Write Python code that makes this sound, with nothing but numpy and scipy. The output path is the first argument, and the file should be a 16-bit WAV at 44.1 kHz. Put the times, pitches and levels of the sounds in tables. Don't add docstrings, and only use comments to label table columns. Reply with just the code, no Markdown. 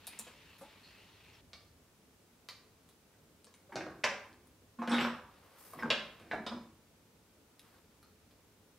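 import sys
import numpy as np
from scipy import signal
from scipy.fft import rfft, irfft, next_fast_len
from scipy.io import wavfile
from scipy.ndimage import uniform_filter1d, map_coordinates

SR = 44100
rng = np.random.default_rng(int(sys.argv[2]) if len(sys.argv) > 2 else 0)


def pcm_store(signal):
    levels = np.round(np.clip(np.atleast_2d(signal), -1, 1) * 32767)
    wavfile.write(sys.argv[1], SR, levels.astype(np.int16).T)


def gain_from_decibels(decibels):
    exponent = np.asarray(decibels, float) / 20
    return 10 ** exponent


N = 387198


def unit(x):
    return x / np.sqrt(np.mean(x ** 2) + 1e-20)


def along(points, hz):
    f, v = np.transpose(points)
    return np.interp(np.log(hz + 1), np.log(f + 1), v)


def gains(table):
    out = np.zeros(N)
    s, db = np.transpose(table)
    span = np.arange(round(s[0] * SR), min(round(s[-1] * SR), N))
    out[span] = gain_from_decibels(np.interp(span / SR, s, db))
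    return out


def swells(rows, rise, fall, slopes):
    out, t = np.zeros((len(slopes), N)), np.arange(N) / SR
    for s, hold, db, tilt_db in rows:
        span = slice(round((s - rise) * SR), round((s + hold + fall) * SR))
        before = (s - t[span]) / rise
        after = (t[span] - s - hold) / fall
        shape_db = -60 * np.maximum(np.maximum(before, after), 0)
        out[:, span] += gain_from_decibels(db + shape_db + tilt_db * np.array(slopes)[:, None])
    return out


def wobble(rate):
    knots = rng.standard_normal(int(N * rate / SR) + 4)
    return map_coordinates(knots, [np.arange(N) * rate / SR])


def filtered(x, response):
    m = next_fast_len(x.shape[-1] + 4096)
    return irfft(rfft(x, m) * response(np.fft.rfftfreq(m, 1 / SR)), m)[..., :x.shape[-1]]


def dull(hz):
    return lambda f: 1 / (1 + 1j * f / hz) ** 2


def modes(peaks, spread_db=0, widen=0.82):
    c, w, db = np.transpose(peaks)[:, :, None]
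    w = w * widen
    sign = (-1.) ** np.arange(len(c))[:, None]
    strength = sign * gain_from_decibels(db + spread_db)
    return lambda f: np.sum(strength * 1j * f * w / (c * c - f * f + 1j * f * w), axis=0)


def rush(spectrum, alike, patchy_db=None):
    pair = rng.standard_normal((2, N))
    if patchy_db:
        z = signal.stft(pair, nperseg=512)[2]
        field = uniform_filter1d(rng.standard_normal(z.shape[1:]), size=6, axis=0)
        field = uniform_filter1d(field, size=12, axis=1)
        pair = signal.istft(z * gain_from_decibels(patchy_db * unit(field)), nperseg=512)[1][:, :N]

    def spread(hz):
        turn = np.arccos(np.clip(along(alike, hz), -1, 1)) / 2
        return gain_from_decibels(along(spectrum, hz)) * [np.cos(turn), np.sin(turn)]

    mid, side = filtered(pair, spread)
    return unit(np.array([mid + side, mid - side]))


# t/s, level/dB
RUMBLE_LEVEL = [(0.0, -73), (0.76, -74), (1.12, -72), (2.52, -76), (2.69, -74), (3.54, -76), (3.91, -71.5),
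                (4.81, -75.5), (5.04, -70), (5.5, -74.5), (6.46, -70.5), (7.16, -76), (8.46, -74.5), (8.78, -79)]
# t/s, hold/s, level/dB, tilt/dB (unused)
PASSING_RUMBLE = [(1.0, .38, -88, 0)]
# f/Hz, level/dB per Hz
RUMBLE = [(12, -65.5), (20, -26.5), (32, -16), (59, -1.5), (87, -0.5), (107, 3.5), (124, -10), (150, -4),
          (200, -29), (330, -120)]
TONE = [(88, -42.5), (150, -1.5), (275, -2), (401, -6.5), (429, -1.5), (463, -7.5), (535, -7.5), (858, -14),
        (1500, -16.5), (1950, -38), (3300, -120)]
HISS = [(350, -39.5), (600, -32), (858, -1), (1080, -6), (1700, -3), (2400, -3), (4340, -5.5), (5630, -5.5),
        (16000, -10.5)]
# f/Hz, likeness 0..1
ALIKE = [(60, .96), (150, .95), (400, .85), (1000, .6), (2400, .25), (6000, .12), (15000, .1)]


def background():
    at_bench = np.arange(N) < 1.41 * SR
    tone = gain_from_decibels(-68.5 + 1.5 * at_bench)
    shake = gain_from_decibels(-41) * uniform_filter1d(load()[0], size=4000, origin=1500)
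    low_level = gains(RUMBLE_LEVEL) * gain_from_decibels(3.0 + 1.5 * wobble(4))
    rumble = low_level + shake + swells(PASSING_RUMBLE, .3, .03, [0])[0]
    steady = tone * rush(TONE, ALIKE, patchy_db=1.06) + gain_from_decibels(-70) * rush(HISS, ALIKE)
    return rumble * rush(RUMBLE, ALIKE) + steady


# f/Hz, time/s
WALLS = [(150, 0.6), (500, 0.51), (1000, 0.55), (3000, 0.46), (6000, 0.44), (12000, 0.28)]
# f/Hz, level/dB
WALL_SIDE = [(200, -34), (500, -20), (1000, -13), (2500, -9), (5000, -5), (12000, -1)]
# t/s, level/dB
ECHOES = [(.0052, 0), (.008, -4), (0.0097, -3.5), (0.014, -7), (.018, -11.5), (0.022, -5.5)]


def workshop(x, tail_db, echo_db):
    out, step = np.zeros((2, N + 2 * SR)), SR // 3
    for start in range(0, N, step):
        if abs(x[start:start + step]).max() < 1e-5:
            continue
        noise, signs = rng.standard_normal((2, SR // 2)), rng.standard_normal((len(ECHOES), 3))
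        hz, t, z = signal.stft(noise, SR, nperseg=256)
        z = z * gain_from_decibels(-60 * t / along(WALLS, hz)[:, None]) * (1 - np.exp(-t / 0.00043))
        z[1] *= gain_from_decibels(along(WALL_SIDE, hz))[:, None]
        mid, side = signal.istft(z, SR, nperseg=256)[1]
        answer = gain_from_decibels(tail_db) * np.array([mid + side, mid - side]) / np.linalg.norm(mid)
        answer[:, 0] += 1
        for (s, db), draw in zip(ECHOES, signs):
            answer[:, round(s * SR)] += gain_from_decibels(db + echo_db) * (np.sign(draw[0]) + .08 * draw[1:])
        wet = signal.fftconvolve(x[None, start:start + step], answer, axes=1)
        out[:, start:start + wet.shape[1]] += wet
    return out[:, :N]


# t/s, level/dB
RUB = [(0, -65), (.184, -57.5), (.34, -63), (1.17, -65), (1.41, -65)]
# t/s, hold/s, rasp level/dB, fizz over rasp level/dB
SLIDES = [(5.32, 1, -66.5, -14), (5.45, 0.1, -98, 18), (5.6, 0.14, -73, 12.5), (5.79, .02, -62, -5),
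          (7.63, 0.16, -68, -8)]
# t/s, f/Hz
HOLLOW = [(0, 2896), (0.099, 2400), (0.169, 2900), (0.25, 2343), (0.401, 2800), (0.556, 2704),
          (0.594, 2602), (0.77, 2875), (0.95, 2570), (1.048, 2950), (1.274, 2490), (1.41, 2760)]
# f/Hz, level/dB per Hz
RASP = [(350, -39), (600, -13), (795, -11), (867, -2.5), (926, -6), (1320, -7), (1680, -7), (1830, -5.5),
        (2180, -4.5), (2590, -4.5), (4180, -7.5), (8000, -25.5), (10400, -54), (17600, -120)]
FIZZ = [(2940, -34), (5000, -8), (7310, -11), (8610, -6), (12100, -5), (14700, -4), (15800, -12)]
SCRAPE = [(240, -33), (400, -11), (532, -4.5), (610, -11), (671, -11), (1060, -8.5), (5000, -22.5),
          (6500, -46), (11000, -120)]


def hands():
    grain = unit(gain_from_decibels(1.53 * wobble(240)))
    rasp = gains(RUB)
    fizz = gain_from_decibels(-12) * rasp.max() * (rasp / rasp.max()) ** 1.4
    scrape, slide = swells(SLIDES, 0.14, 0.14, [0, 1])
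    pitch = np.interp(np.arange(N) / SR, *np.transpose(HOLLOW))
    width_hz = 300
    blur = np.cumsum(rng.standard_normal(N)) * np.sqrt(2 * np.pi * width_hz / SR)
    hollow = gain_from_decibels(-4.5 + 3.8 * wobble(11.93)) * np.sin(2 * np.pi * np.cumsum(pitch) / SR + blur)
    skin = rasp * (rush(RASP, [(1000, 0.88), (6000, 0.51)], patchy_db=1.5) + hollow)
    skin = skin + (fizz + slide) * rush(FIZZ, [(8000, 0.25)])
    return grain * (skin + scrape * rush(SCRAPE, [(1000, 0.8)]))


# f/Hz, width/Hz, level/dB
FRAME = [(520, 15, 12), (775, 35, 8.5), (1070, 34, -10), (1650, 74, 2.5), (2037, 82, 6), (2220, 360, 5),
         (2690, 180, 1)]
# f/Hz, width/Hz, level/dB
BAR = [(2850, 15, -14), (3540, 17, -16), (4130, 41, -22), (4650, 15, -21), (5200, 43, -20), (5500, 72, -18)]
# f/Hz, width/Hz, level/dB
BLOCK = [(218, 38, -3), (326, 20, -13.5), (524, 158, -2.5), (765, 200, -6), (1050, 346, -2.5)]


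def contacts(events, grit, length, breadth, edge_hz, ring_db, trim_db):
    out, t = np.zeros(N + SR), np.arange(SR // 12) / SR
    steel = np.array(FRAME + BAR)

    def band(hz, width):
        return lambda f: modes([(hz, hz * width, 0)])(f) ** 2 * dull(2.2 * hz)(f)

    for s, db, hz, thud_db, edge_db in events:
        blow = grit * rng.standard_normal(len(t)) * gain_from_decibels(-60 * t / length) * (1 - np.exp(-t / 0.001192))
        blow[0] += 1
        ring_spread = rng.normal(0, 1.2, (len(steel), 1)) - 9 * abs(np.log2(steel[:, :1] / hz))
        ring = modes(steel, ring_spread, widen=3.8)
        thud = modes(BLOCK, rng.normal(0, 2.24, (len(BLOCK), 1)))
        parts = filtered(blow, lambda f: np.array([
            band(hz, breadth)(f), ring(f) * dull(3 * hz)(f), thud(f) * dull(1900)(f), band(edge_hz, .9)(f)]))
        levels = gain_from_decibels(db + trim_db + np.array([0, ring_db, thud_db, edge_db]))
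        out[round(s * SR):][:len(t)] += (levels / abs(parts).max(axis=1)) @ parts
    return out[:N]


# t/s, peak level/dB, contact f/Hz, thud level/dB, edge level/dB
SCUFFS = [(.265, -43.5, 2900, 0, -10), (.49, -51, 2740, -19, -11), (.582, -50, 11100, -34, -2),
          (.61, -45, 867, 7.5, -3.5), (.69, -51, 3850, -30, -20), (.832, -56, 4410, -32, -29),
          (1.335, -54, 5500, -25, -19), (3.691, -57, 596, 10, -33)]


def scuffs():
    return contacts(SCUFFS, grit=0.58, length=0.15, breadth=0.32, edge_hz=8600, ring_db=-4.0, trim_db=-8.0)


# t/s, peak level/dB, contact f/Hz, thud level/dB, edge
# level/dB
SNAPS = [(0.0695, -26, 10300, -44, -9), (0.0745, -32, 11100, -12, -3), (0.19, -21.5, 8050, -34, -25),
         (0.1945, -27, 11700, -16.5, -13), (0.199, -39, 8950, -8, -17), (0.079, -40, 9000, -22, 4),
         (3.4448, -40.5, 8500, -19, -4), (3.5404, -44.5, 6840, -13, -1), (4.3294, -57, 8600, -7, 8.5),
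         (4.472, -50, 10000, -8, -17), (7.5943, -43, 10730, -30.5, 2), (7.597, -50, 2520, -22, -4),
         (8.029, -52, 10800, -20, -20)]


def snaps():
    return contacts(SNAPS, grit=.45, length=.007, breadth=.5, edge_hz=3800, ring_db=-30, trim_db=-3.5)


def fingers():
    louder_db, lead_s = 0.9, 1.6e-5
    sides = np.array([[.5], [-.5]])
    aside = lambda f: gain_from_decibels(louder_db * sides) * np.exp(2j * np.pi * f * lead_s * sides)
    return filtered(workshop(snaps() + scuffs(), tail_db=-7.5, echo_db=-6.0) + hands(), aside)


# t/s, hold/s, level/dB, tilt/dB (unused)
HUMS = [(4.795, 0.047, -39, 0), (4.885, 0.025, -35.5, 0), (4.925, 0.046, -29, 0), (5.025, 0.048, -35, 0),
        (5.845, .04, -36.5, 0), (6.52, 0.044, -40, 0)]


def hum():
    phase = 2 * np.pi * np.cumsum(235 + 4 * wobble(25)) / SR
    return swells(HUMS, 0.035, 0.29, [0])[0] * gain_from_decibels(1.7 * wobble(40)) * np.sin(phase)


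def pings(rows, wander_hz):
    out, t = np.zeros(N + SR), np.arange(SR // 2) / SR
    for s, hz, db, t60 in rows:
        drift = np.cumsum(rng.standard_normal(len(t))) * np.sqrt(2 * np.pi * wander_hz / SR)
        fade = gain_from_decibels(db - 60 * t / t60) * (1 - np.exp(-t / 0.00064))
        out[round(s * SR):][:len(t)] += fade * np.sin(2 * np.pi * hz * t + drift)
    return out[:N]


# t/s, f/Hz, level/dB, time to fade 60 dB/s
PINGS = [(.07, 10400, -41, 0.04), (.07, 8800, -45, 0.035), (.19, 7100, -46.5, 0.067),
         (.19, 10100, -44, 0.026), (.832, 4380, -58.5, 0.35), (1.532, 4430, -59.5, 0.13),
         (2.488, 4300, -54.5, 0.15), (3.724, 1720, -43.5, 0.045), (3.757, 4670, -45, 0.044),
         (4.04, 958, -36.5, 0.14), (4.04, 1370, -49, 0.025), (4.04, 2530, -59, 0.34),
         (4.04, 5570, -62, .068), (4.254, 1163, -45.5, 0.019), (4.895, 5500, -49, 0.26),
         (4.895, 8960, -35, 0.013), (4.91, 7780, -48, .11), (4.912, 10330, -59, 0.58),
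         (4.915, 3505, -38.5, 0.27), (4.935, 3770, -39, 0.14), (1.533, 4720, -62, .15),
         (2.488, 4660, -60, 0.16), (1.535, 1140, -53, 0.036), (.075, 4700, -47, .03), (.27, 530, -54, .08),
         (3.55, 9500, -55, .02), (3.541, 2100, -56, .03), (5.0, 7780, -49.5, .17), (5.47, 1050, -69, 0.76),
         (5.904, 3070, -27, 0.028), (6.313, 3940, -50.5, 0.078), (6.466, 3605, -41, 0.053),
         (6.466, 4970, -49, 0.12), (6.466, 8400, -57, 0.049), (1.533, 2074, -53, 0.046),
         (2.488, 2070, -46.5, 0.033), (8.029, 1290, -57.5, 0.039), (8.029, 4280, -66, 0.088)]
# t/s, f/Hz, level/dB, time to fade 60 dB/s
CHIMES = [(4.04, 2100, -37.5, .12), (4.04, 1600, -38, .1), (4.042, 2300, -46, .35), (.612, 276, -55, .1),
          (.612, 610, -57, 0.056), (6.467, 4950, -48, .08), (3.762, 376, -43, 0.17),
          (3.762, 670, -42.5, .08), (6.315, 1900, -38.5, .04), (5.85, 330, -46, .1),
          (6.33, 330, -43.5, 0.15), (2.487, 1200, -52, 0.043), (4.877, 1510, -34.5, 0.052),
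          (4.925, 13130, -64, .43), (5.0, 12200, -58, 0.37), (5.79, 1950, -40, 0.046),
          (5.79, 5260, -56.5, 0.1), (5.825, 1560, -30, 0.03), (4.79, 1070, -43, 0.085),
          (4.82, 1150, -37, 0.043), (6.313, 1680, -37, 0.024), (6.47, 1030, -47, 0.17),
          (5.047, 1070, -50, 0.066)]


def ringing_steel():
    return pings(PINGS, wander_hz=233) + pings(CHIMES, wander_hz=45)


# t/s, peak level/dB, contact f/Hz, thud level/dB, edge level/dB
TICKS = [(1.5324, -33.5, 4100, -18, -46), (2.4876, -28.5, 4260, -15.5, -3.5), (2.8898, -50, 4260, -13, 7.5),
         (3.4694, -45.5, 5330, -6.5, -12), (4.8755, -30.5, 2970, -1, -8), (5.903, -15, 3440, -16.5, -18),
         (6.1994, -47.5, 2950, -0.5, -1), (6.465, -29, 3690, -3, -32), (8.029, -53, 4380, -5, -13),
         (8.3105, -53, 4020, -12, -11)]


def ticks():
    return contacts(TICKS, grit=0.117, length=0.024, breadth=.8, edge_hz=9800, ring_db=-14.5, trim_db=-2.0)


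# t/s, peak level/dB, contact f/Hz
CLATTER = [(3.766, -34, 774), (3.779, -37, 890), (4.056, -26, 2530), (4.064, -24, 1500),
           (4.827, -31.5, 1070), (4.834, -41, 1100), (4.879, -29, 1570), (4.887, -28, 1570),
           (4.899, -31, 1190), (4.906, -33, 1500), (4.912, -27.5, 1050), (4.918, -27, 3570),
           (4.924, -25, 1090), (4.931, -22.5, 900), (4.935, -23.5, 1300), (4.941, -25, 1070),
           (4.946, -23, 1610), (4.951, -29, 1410), (4.961, -30, 1090), (4.965, -27, 3470),
           (4.972, -36, 1200), (4.984, -18.5, 2320), (4.992, -24, 2980), (4.998, -28, 1170),
           (5.008, -26, 1200), (5.011, -19, 3000), (5.015, -27.5, 1120), (5.021, -32, 1510),
           (5.028, -35, 2500), (5.033, -30.5, 990), (5.044, -27.5, 2600), (5.0493, -21.5, 1290),
           (5.056, -34, 1500), (5.064, -30.5, 1100), (5.07, -39, 1500), (5.078, -37, 1080),
           (5.096, -43, 1200), (5.1275, -41, 1280), (5.796, -37, 1800), (5.833, -27, 950),
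           (5.9048, -15, 3670), (5.9065, -19, 2300), (5.9095, -15.5, 2800), (5.9133, -18.5, 3000),
           (5.918, -21.5, 3250), (5.923, -29, 2800), (5.927, -26, 1490), (5.934, -26, 1440),
           (6.32, -28, 1520), (6.328, -35, 1420), (6.335, -30, 880), (6.34, -41, 890), (6.468, -35.5, 1120),
           (6.472, -31.5, 3650), (6.475, -37, 1000), (6.48, -39, 3600)]


def clatter():
    thud_db, edge_db = -11.5, -18
    blows = [(*row, thud_db, edge_db) for row in CLATTER]
    return contacts(blows, grit=.05, length=.01, breadth=0.7, edge_hz=5800, ring_db=-11.5, trim_db=-2.5)


# t/s, peak level/dB, contact f/Hz, jaw thud level/dB, steel edge level/dB
KNOCKS = [(3.139, -56.5, 1710, -16, -22), (3.722, -41, 925, 0, -30), (3.757, -25, 693, -7, -0.5),
          (3.77, -41, 666, -22, -19), (3.808, -27, 1700, -10, -31), (3.839, -52, 720, -6, -27),
          (3.867, -31, 765, -2, -33), (4.037, -19, 2200, -19, -56), (4.0405, -12.5, 2290, -7.5, 0),
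          (4.252, -54, 979, -17, -14), (4.788, -46.5, 1070, 2, -26), (4.819, -40, 1070, 13, -33),
          (4.875, -37, 1594, -4, -41), (5.735, -40.5, 714, 6, -24), (5.788, -42, 1820, 9, -23),
          (5.825, -33, 1580, -2, -30), (5.857, -41.5, 975, 13.5, -32), (6.313, -22.5, 1682, -4, -42),
          (6.332, -28, 660, -14, -40), (6.518, -52, 1020, 18.5, -34)]


def knocks():
    return contacts(KNOCKS, grit=0.13, length=0.026, breadth=0.52, edge_hz=4770, ring_db=-13.5, trim_db=-4.5)


# t/s, hold/s, load level/dB, grind of steel against wood level/dB
PUSHES = [(3.722, 0.039, -37.5, -23), (3.76, 0.013, -33.5, -4), (3.82, 0.072, -41.5, -36),
          (3.94, 0.026, -47, -21), (4.06, 0.033, -44, -9), (4.255, 0.12, -51.5, -19),
          (4.795, 0.021, -34, -13), (4.82, 0.0037, -41, -1.5), (4.88, 0.03, -31.5, -6.5),
          (4.92, 0.06, -26.5, -8.5), (4.98, 0.062, -36.5, 0.5), (5.045, 0.04, -37, -18),
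          (5.738, 0.072, -40.5, -25), (5.795, 0.035, -42, -8), (5.84, 0.048, -32.5, -28),
          (5.885, .012, -42, -21), (6.2, 0.13, -48.5, -11.5), (6.32, 0.016, -31, -17),
          (6.37, 0.032, -37, -20), (6.47, 0.021, -35, -17), (6.52, 0.036, -35, -19)]


def load():
    return swells(PUSHES, .01, 0.18, [0, 1, 2.1])


# t/s, rate/slips per s
SLIP_RATE = [(3.7, 290), (3.87, 325), (4.0, 325), (4.2, 236), (4.78, 236), (6.7, 232)]
# f/Hz, width/Hz, level/dB
JAW = [(155, 45, -6), (236, 40, -5), (325, 40, -4), (378, 36, -4)]


def screw():
    rate = np.interp(np.arange(N) / SR, *np.transpose(SLIP_RATE)) * (1 + .05 * wobble(40))
    slips = np.diff(np.floor(np.cumsum(rate) / SR), prepend=0)
    slips = slips * gain_from_decibels([[2.5], [4.5]] * rng.standard_normal(N))
    grit = [[1.3], [.6]] * rng.standard_normal(N)
    even, uneven = np.array([unit(row) for row in slips]) + grit

    def frame(f, shift):
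        return modes(FRAME, widen=2.5)(f * shift) * dull(4500)(f)

    def part(f):
        jaw = modes(JAW)(f) * dull(700)(f)
        bar = modes(BAR, widen=6)(f) * dull(9000)(f)
        return np.array([jaw, frame(f, 1.0), frame(f, 1.04), bar])

    strength = np.sqrt(np.mean(abs(part(np.arange(1, SR / 2))) ** 2, axis=1, keepdims=True))
    # level/dB, swing/dB
    shares = [(-15.5, 2.1), (-15.5, 4), (-16, 3.8), (-15, 4)]
    lumps = np.array([gain_from_decibels(db + swing_db * wobble(35)) for db, swing_db in shares])
    jaws, cast, bars = load()
    drive = lumps * [even * jaws, uneven * cast, uneven * cast, uneven * bars]
    return filtered(drive / strength, part).sum(axis=0)


def vise():
    struck = knocks() + clatter() + ticks() + ringing_steel() + gain_from_decibels(-4.5) * screw()
    low_hz = 116
    thin = lambda f: 1 - dull(low_hz)(f) * (1 + 2j * f / low_hz)
    struck = filtered(struck, lambda f: thin(f) * dull(14700)(f))
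    return workshop(struck, tail_db=-.5, echo_db=-6.5) * gain_from_decibels([[-.3], [.3]])


def scene():
    return background() + fingers() + hum() + vise()


def low_pass(x):
    return signal.sosfilt(signal.butter(12, 16670, fs=SR, output="sos"), x)


def record(dry):
    mix = filtered(dry, lambda hz: hz < 15780)
    return low_pass(mix)


dry = scene()
out = record(dry)
pcm_store(out)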